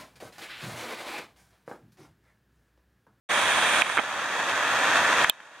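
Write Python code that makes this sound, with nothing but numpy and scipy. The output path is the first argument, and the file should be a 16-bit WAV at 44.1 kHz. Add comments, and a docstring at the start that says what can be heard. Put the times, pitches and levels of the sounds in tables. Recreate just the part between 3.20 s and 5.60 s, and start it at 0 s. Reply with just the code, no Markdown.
"""Heavy rain and overflowing gutter water splash down beside a house, close to a hand-held camera.
The splashing is thousands of tiny impacts a second over a soft wash of distant ones. For about the
first second the rain sounds brighter and hissier on the right. A few fat drops knock on or next to
the camera. The loud ones make its automatic volume control turn the rain down, and the rain then
creeps back. One drop near the end strikes so hard that the rain almost vanishes."""
import sys
import numpy as np
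from scipy import signal
from scipy.fft import rfft, irfft
from scipy.io import wavfile
from scipy.ndimage import minimum_filter1d

SR = 44100
rng = np.random.default_rng(int(sys.argv[2]) if len(sys.argv) > 2 else 0)


def int16_out(signal):
    """Quantize to a 16-bit WAV file."""
    q = np.round(np.clip(np.atleast_2d(signal).T, -1, 1) * 32767)
    wavfile.write(sys.argv[1], SR, q.astype(np.int16))


N = 105840
TIME, FREQUENCIES = np.arange(N) / SR, np.fft.rfftfreq(N, 1 / SR)

# Tone of the rain's early brightness (frequency [Hz], relative level [dB])
BRIGHTNESS_TONE = [(300, -24.5), (1300, -22), (2300, 2.5), (2800, -7), (3250, 2), (3900, -8), (4400, -28),
                   (6500, -15), (7500, -15.5), (9000, -9.5), (11000, -22.5), (13000, -38), (15000, -41),
                   (16500, -63)]
# How that brightness swells and dies away (time [s], level [dB])
BRIGHTNESS_LEVEL = [(.1, -29), (.62, -27.5), (.76, -26), (.9, -39), (1.2, -74)]
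# How far its left wave runs ahead of its right (frequency [Hz], lead [radians])
BRIGHTNESS_LEFT_LEAD = [(2000, -0.5), (3500, 1.05), (4500, -1.6), (6500, -2), (11000, -1.5)]

# The fat drops; crack, splat and thud levels are relative to the ring (time [s], ring level [dB],
# ring pitch [Hz], time to fade by 60 dB [s], left over right [dB], crack [dB], splat [dB], thud [dB])
FAT_DROPS = [(.6203, -1, 2420, 0.0094, -9.5, -29, -12, -30), (.6655, -14.5, 1800, 0.0063, -8, -45, -1, -47),
             (0.6992, -11, 1700, 0.0041, -20, -45, -25, -37),
             (0.7711, -7.5, 1290, 0.015, -6.5, -55, -16, -55),
             (0.7763, 3, 1520, .006, -5.5, -55, -22.5, -49), (0.784, -1.5, 2170, 0.014, -4, -55, -2, -55),
             (0.7903, -0.5, 1280, 0.011, -7, -55, -9, -55), (0.7947, -6, 820, 0.011, -16.5, -55, -6, -50),
             (1.191, -13, 1640, 0.016, -.5, -40, -7, -45), (1.715, -16.5, 1580, .012, -4, -40, -12, -46.5),
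             (2.0429, -8, 1420, 0.0026, -6, -38, -30, -26), (2.0455, 1, 1700, 0.0058, 3, -33, -19, -22),
             (2.0973, 23, 3406, 0.01, -3, -9, -29, -29.5), (2.2025, 0.5, 1570, 0.0063, 1, -35, -12, -40)]
# Tone of the brief crack as a hard knock overloads the recorder (frequency [Hz], relative level [dB])
CRACK_TONE = [(100, -30), (450, 0), (1200, 2), (3000, -11), (5000, -14), (9000, -9.5), (12500, -4),
              (16000, -15)]
# Tone of the drop bursting (frequency [Hz], relative level [dB])
SPLAT_TONE = [(40, -35), (100, -26), (170, -1.5), (500, -2.5), (1600, 6.5), (2600, -9), (4000, -39),
              (8000, -60), (15000, -73)]
# Notes of the camera's case (pitch [Hz], level relative to the ring [dB], time to fade by 60 dB [s])
CASE_NOTES = [(2530, -15, 0.033), (2755, -5, 0.0079), (3144, -15, 0.032), (3710, -40, 0.23),
              (4110, -33, 0.06)]

# Tone of rain splashing on the ground and the wall (frequency [Hz], relative level [dB])
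RAIN_TONE = [(20, -58), (50, -40), (100, -18.5), (160, -19.5), (283, -13), (390, -15), (600, -5.5),
             (770, -5.5), (1030, -2.5), (1300, -3), (1800, -.5), (2150, -9), (2620, -7.5), (2950, -14.5),
             (3200, -8.5), (3900, -14.5), (4300, -19), (5200, -22), (6500, -17), (7400, -24), (8900, -24.5),
             (10200, -31.5), (14800, -40), (16300, -99)]
# How the rain swells and eases (time [s], level [dB])
RAIN_LEVEL = [(.1, -23.5), (.6, -22.5), (.9, -20), (1.149, -20.5), (1.35, -20), (1.6, -21), (1.78, -20.5),
              (1.92, -22.3), (2, -20.5), (2.15, -19)]
# How alike the rain is on the left and right (frequency [Hz], likeness [0 to 1])
RAIN_LIKENESS = [(30, 1), (200, 0.98), (600, .99), (1600, 0.97), (2300, 0.66), (2700, 0.88), (3500, 0.4),
                 (3900, 0.57), (4700, 0.15), (8000, 0.23), (11000, .58), (14000, 0.17)]
# How far the rain's left wave runs ahead of its right (frequency [Hz], lead [radians])
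RAIN_LEFT_LEAD = [(100, 0), (500, -.08), (1200, -.18), (2000, -.45), (2600, .3), (3500, -.4), (4000, .8),
                  (7000, .9), (9000, 2.3), (13000, 2.3)]
# Which side the rain is louder on (frequency [Hz], left over right [dB])
RAIN_BALANCE = [(100, -1.5), (700, -0.5), (1700, -2), (2600, 2), (3200, 0), (4500, 4.5), (6400, 0.5),
                (8500, 4), (13000, 0)]

# Narrow bands the camera filters out to hide its zoom motor's whine
# (frequency [Hz], width of one filter pass [Hz])
CAMERA_NOTCHES = [(2050, 30), (3060, 58), (4110, 65), (5120, 56), (6140, 49)]


def gain(db):
    """Turns decibels into a number to multiply a sound by."""
    return 10 ** (np.asarray(db) / 20)


def unit_power(sound):
    """Scales a sound so that its average power is 1."""
    return sound / np.sqrt(np.mean(sound ** 2) + 1e-20)


def over_frequency(table):
    """Joins a table's points into a curve over all frequencies, spaced like musical pitch."""
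    hz, value = np.transpose(table)
    return np.interp(np.log(FREQUENCIES + 1), np.log(hz + 1), value)


def side_gains(balance_db):
    """Left and right gains; a positive balance makes the left louder."""
    return gain(np.array([[.5], [-.5]]) * balance_db)


def tone_filter(curve_db):
    """A filter with this tone that rings only after each click, as a struck surface does."""
    log_gain = np.fft.fft(irfft(np.log(gain(curve_db)))).real
    return np.exp(np.conj(signal.hilbert(log_gain)))[:len(curve_db)]


def noise_puff(tone, shape):
    """A puff of noise that follows a loudness shape and rings with the given tone."""
    ringing = irfft(tone_filter(over_frequency(tone)[::20]))
    noise = shape * rng.standard_normal(len(shape))
    return signal.fftconvolve(noise, ringing / np.linalg.norm(ringing))[:len(shape)]


def patter_spectrum(drops_per_s=5000, size_spread_db=3.2, wash_share=0.44):
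    """The spectrum of countless nearby impacts, a few of them large, over the blur of distant ones."""
    sizes = gain(size_spread_db * np.minimum(rng.exponential(1, N), 5))
    signs = rng.choice([-1, 1], N)
    lands = rng.random(N) < drops_per_s / SR
    near = unit_power(sizes * signs * lands)
    distant = rng.standard_normal(N)
    return rfft(np.sqrt(1 - wash_share) * near + np.sqrt(wash_share) * distant)


def splashing(tone, level, likeness, left_lead, balance_db, flurry_db=0.6):
    """Drop impacts with the given tone reach both sides of the microphone in flurries."""
    left = patter_spectrum()
    right = likeness * left + np.sqrt(1 - likeness ** 2) * patter_spectrum()
    right *= np.exp(-1j * over_frequency(left_lead))
    stereo = np.array([left, right]) * side_gains(balance_db)
    splashes = irfft(stereo * tone_filter(over_frequency(tone)), N)
    # Slow noise, mostly below 30 Hz, makes the loudness waver.
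    flurries = unit_power(irfft(rfft(rng.standard_normal(N)) * np.exp(-FREQUENCIES / 30), N))
    level_db = np.interp(TIME, *np.transpose(level))
    return unit_power(splashes) * gain(level_db + flurry_db * flurries)


def early_brightness():
    """The rain sounds brighter and hissier on the right for about the first second."""
    return splashing(BRIGHTNESS_TONE, BRIGHTNESS_LEVEL, likeness=0.78,
                     left_lead=BRIGHTNESS_LEFT_LEAD, balance_db=-5.5)


def fat_drop(level_db, ring_hz, ring_fade_s, balance_db, crack_db, splat_db, thud_db):
    """A fat drop hits: a short ring, an overload crack, a splat, a low push and a faint ringing case."""
    ring_rise_s, crack_s, thud_s = 0.0004, 0.002, 0.00042
    splat_rise_s, splat_fade_s = 0.00064, 0.026
    t = TIME[TIME < .09]
    ring_shape = (1 - np.exp(-(t / ring_rise_s) ** 2)) * gain(-60 * t / ring_fade_s)
    ring = ring_shape / ring_shape.max() * np.sin(2 * np.pi * ring_hz * t)
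    crack_shape = np.exp(-(t / crack_s) ** 2)
    crack = gain(crack_db) * np.array([noise_puff(CRACK_TONE, crack_shape) for side in "LR"])
    splat_shape = np.minimum(t / splat_rise_s, 1) * gain(splat_db - 60 * t / splat_fade_s)
    splat = noise_puff(SPLAT_TONE, splat_shape)
    thud = gain(thud_db) * t / thud_s * np.exp(1 - t / thud_s)
    case = sum(gain(db - 60 * t / fade_s) * np.sin(2 * np.pi * hz * t) for hz, db, fade_s in CASE_NOTES)
    case *= 1 - np.exp(-(t / splat_rise_s) ** 2)
    return gain(level_db) * side_gains(balance_db) * (ring + crack + splat + thud + case)


def rain():
    """The downpour and the water spilling from the gutter splash on the ground and the wall."""
    return splashing(RAIN_TONE, RAIN_LEVEL, likeness=over_frequency(RAIN_LIKENESS),
                     left_lead=RAIN_LEFT_LEAD, balance_db=over_frequency(RAIN_BALANCE))


def scene():
    """Mixes the rain and its early brightness, then adds each fat drop at its time."""
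    mix = rain() + early_brightness()
    for start_s, *settings in FAT_DROPS:
        knock = fat_drop(*settings)
        slot = mix[:, round(start_s * SR):][:, :knock.shape[1]]
        slot += knock[:, :slot.shape[1]]
    return mix


def volume_control(sound, limit_db=-5, hold_s=0.089, recover_db_per_s=12.5):
    """Turns the sound down quickly at any peak over the limit, waits, then slowly turns it back up."""
    react_s, look_ahead_s = 0.00046, 0.0003
    peak_db = 20 * np.log10(abs(sound).max(0) + 1e-9)
    excess_db = np.maximum(peak_db - limit_db, 0)
    hold = int(hold_s * SR)
    # Keep the largest excess of the last hold_s seconds.
    held_db = -minimum_filter1d(-excess_db, hold, origin=(hold - 1) // 2, mode="constant")
    recovery_db = recover_db_per_s * TIME
    cut_db = np.maximum.accumulate(held_db + recovery_db) - recovery_db
    smoothing = np.exp(-1 / (react_s * SR))
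    smooth_cut_db = signal.lfilter([1 - smoothing], [1, -smoothing], cut_db)
    return sound * gain(-np.interp(TIME + look_ahead_s, TIME, smooth_cut_db))


def record(dry):
    """The camera cuts narrow bands, fades in, controls the volume, flattens peaks and trims the top."""
    silent_s, fade_in_s, ceiling, highest_hz = 0.089, 0.019, 0.65, 16700
    for hz, width_hz in CAMERA_NOTCHES + CAMERA_NOTCHES:  # twice, for steep sides
        dry = signal.lfilter(*signal.iirnotch(hz, hz / width_hz, SR), dry)
    fade_in = np.clip((TIME - silent_s) / fade_in_s, 0, 1)
    flattened = np.clip(volume_control(dry * fade_in), -ceiling, ceiling)
    treble_cut = signal.firwin(401, highest_hz, window=("kaiser", 9), fs=SR)
    return signal.oaconvolve(flattened, treble_cut[None], "same", axes=1)


dry = scene()
out = record(dry)
int16_out(out)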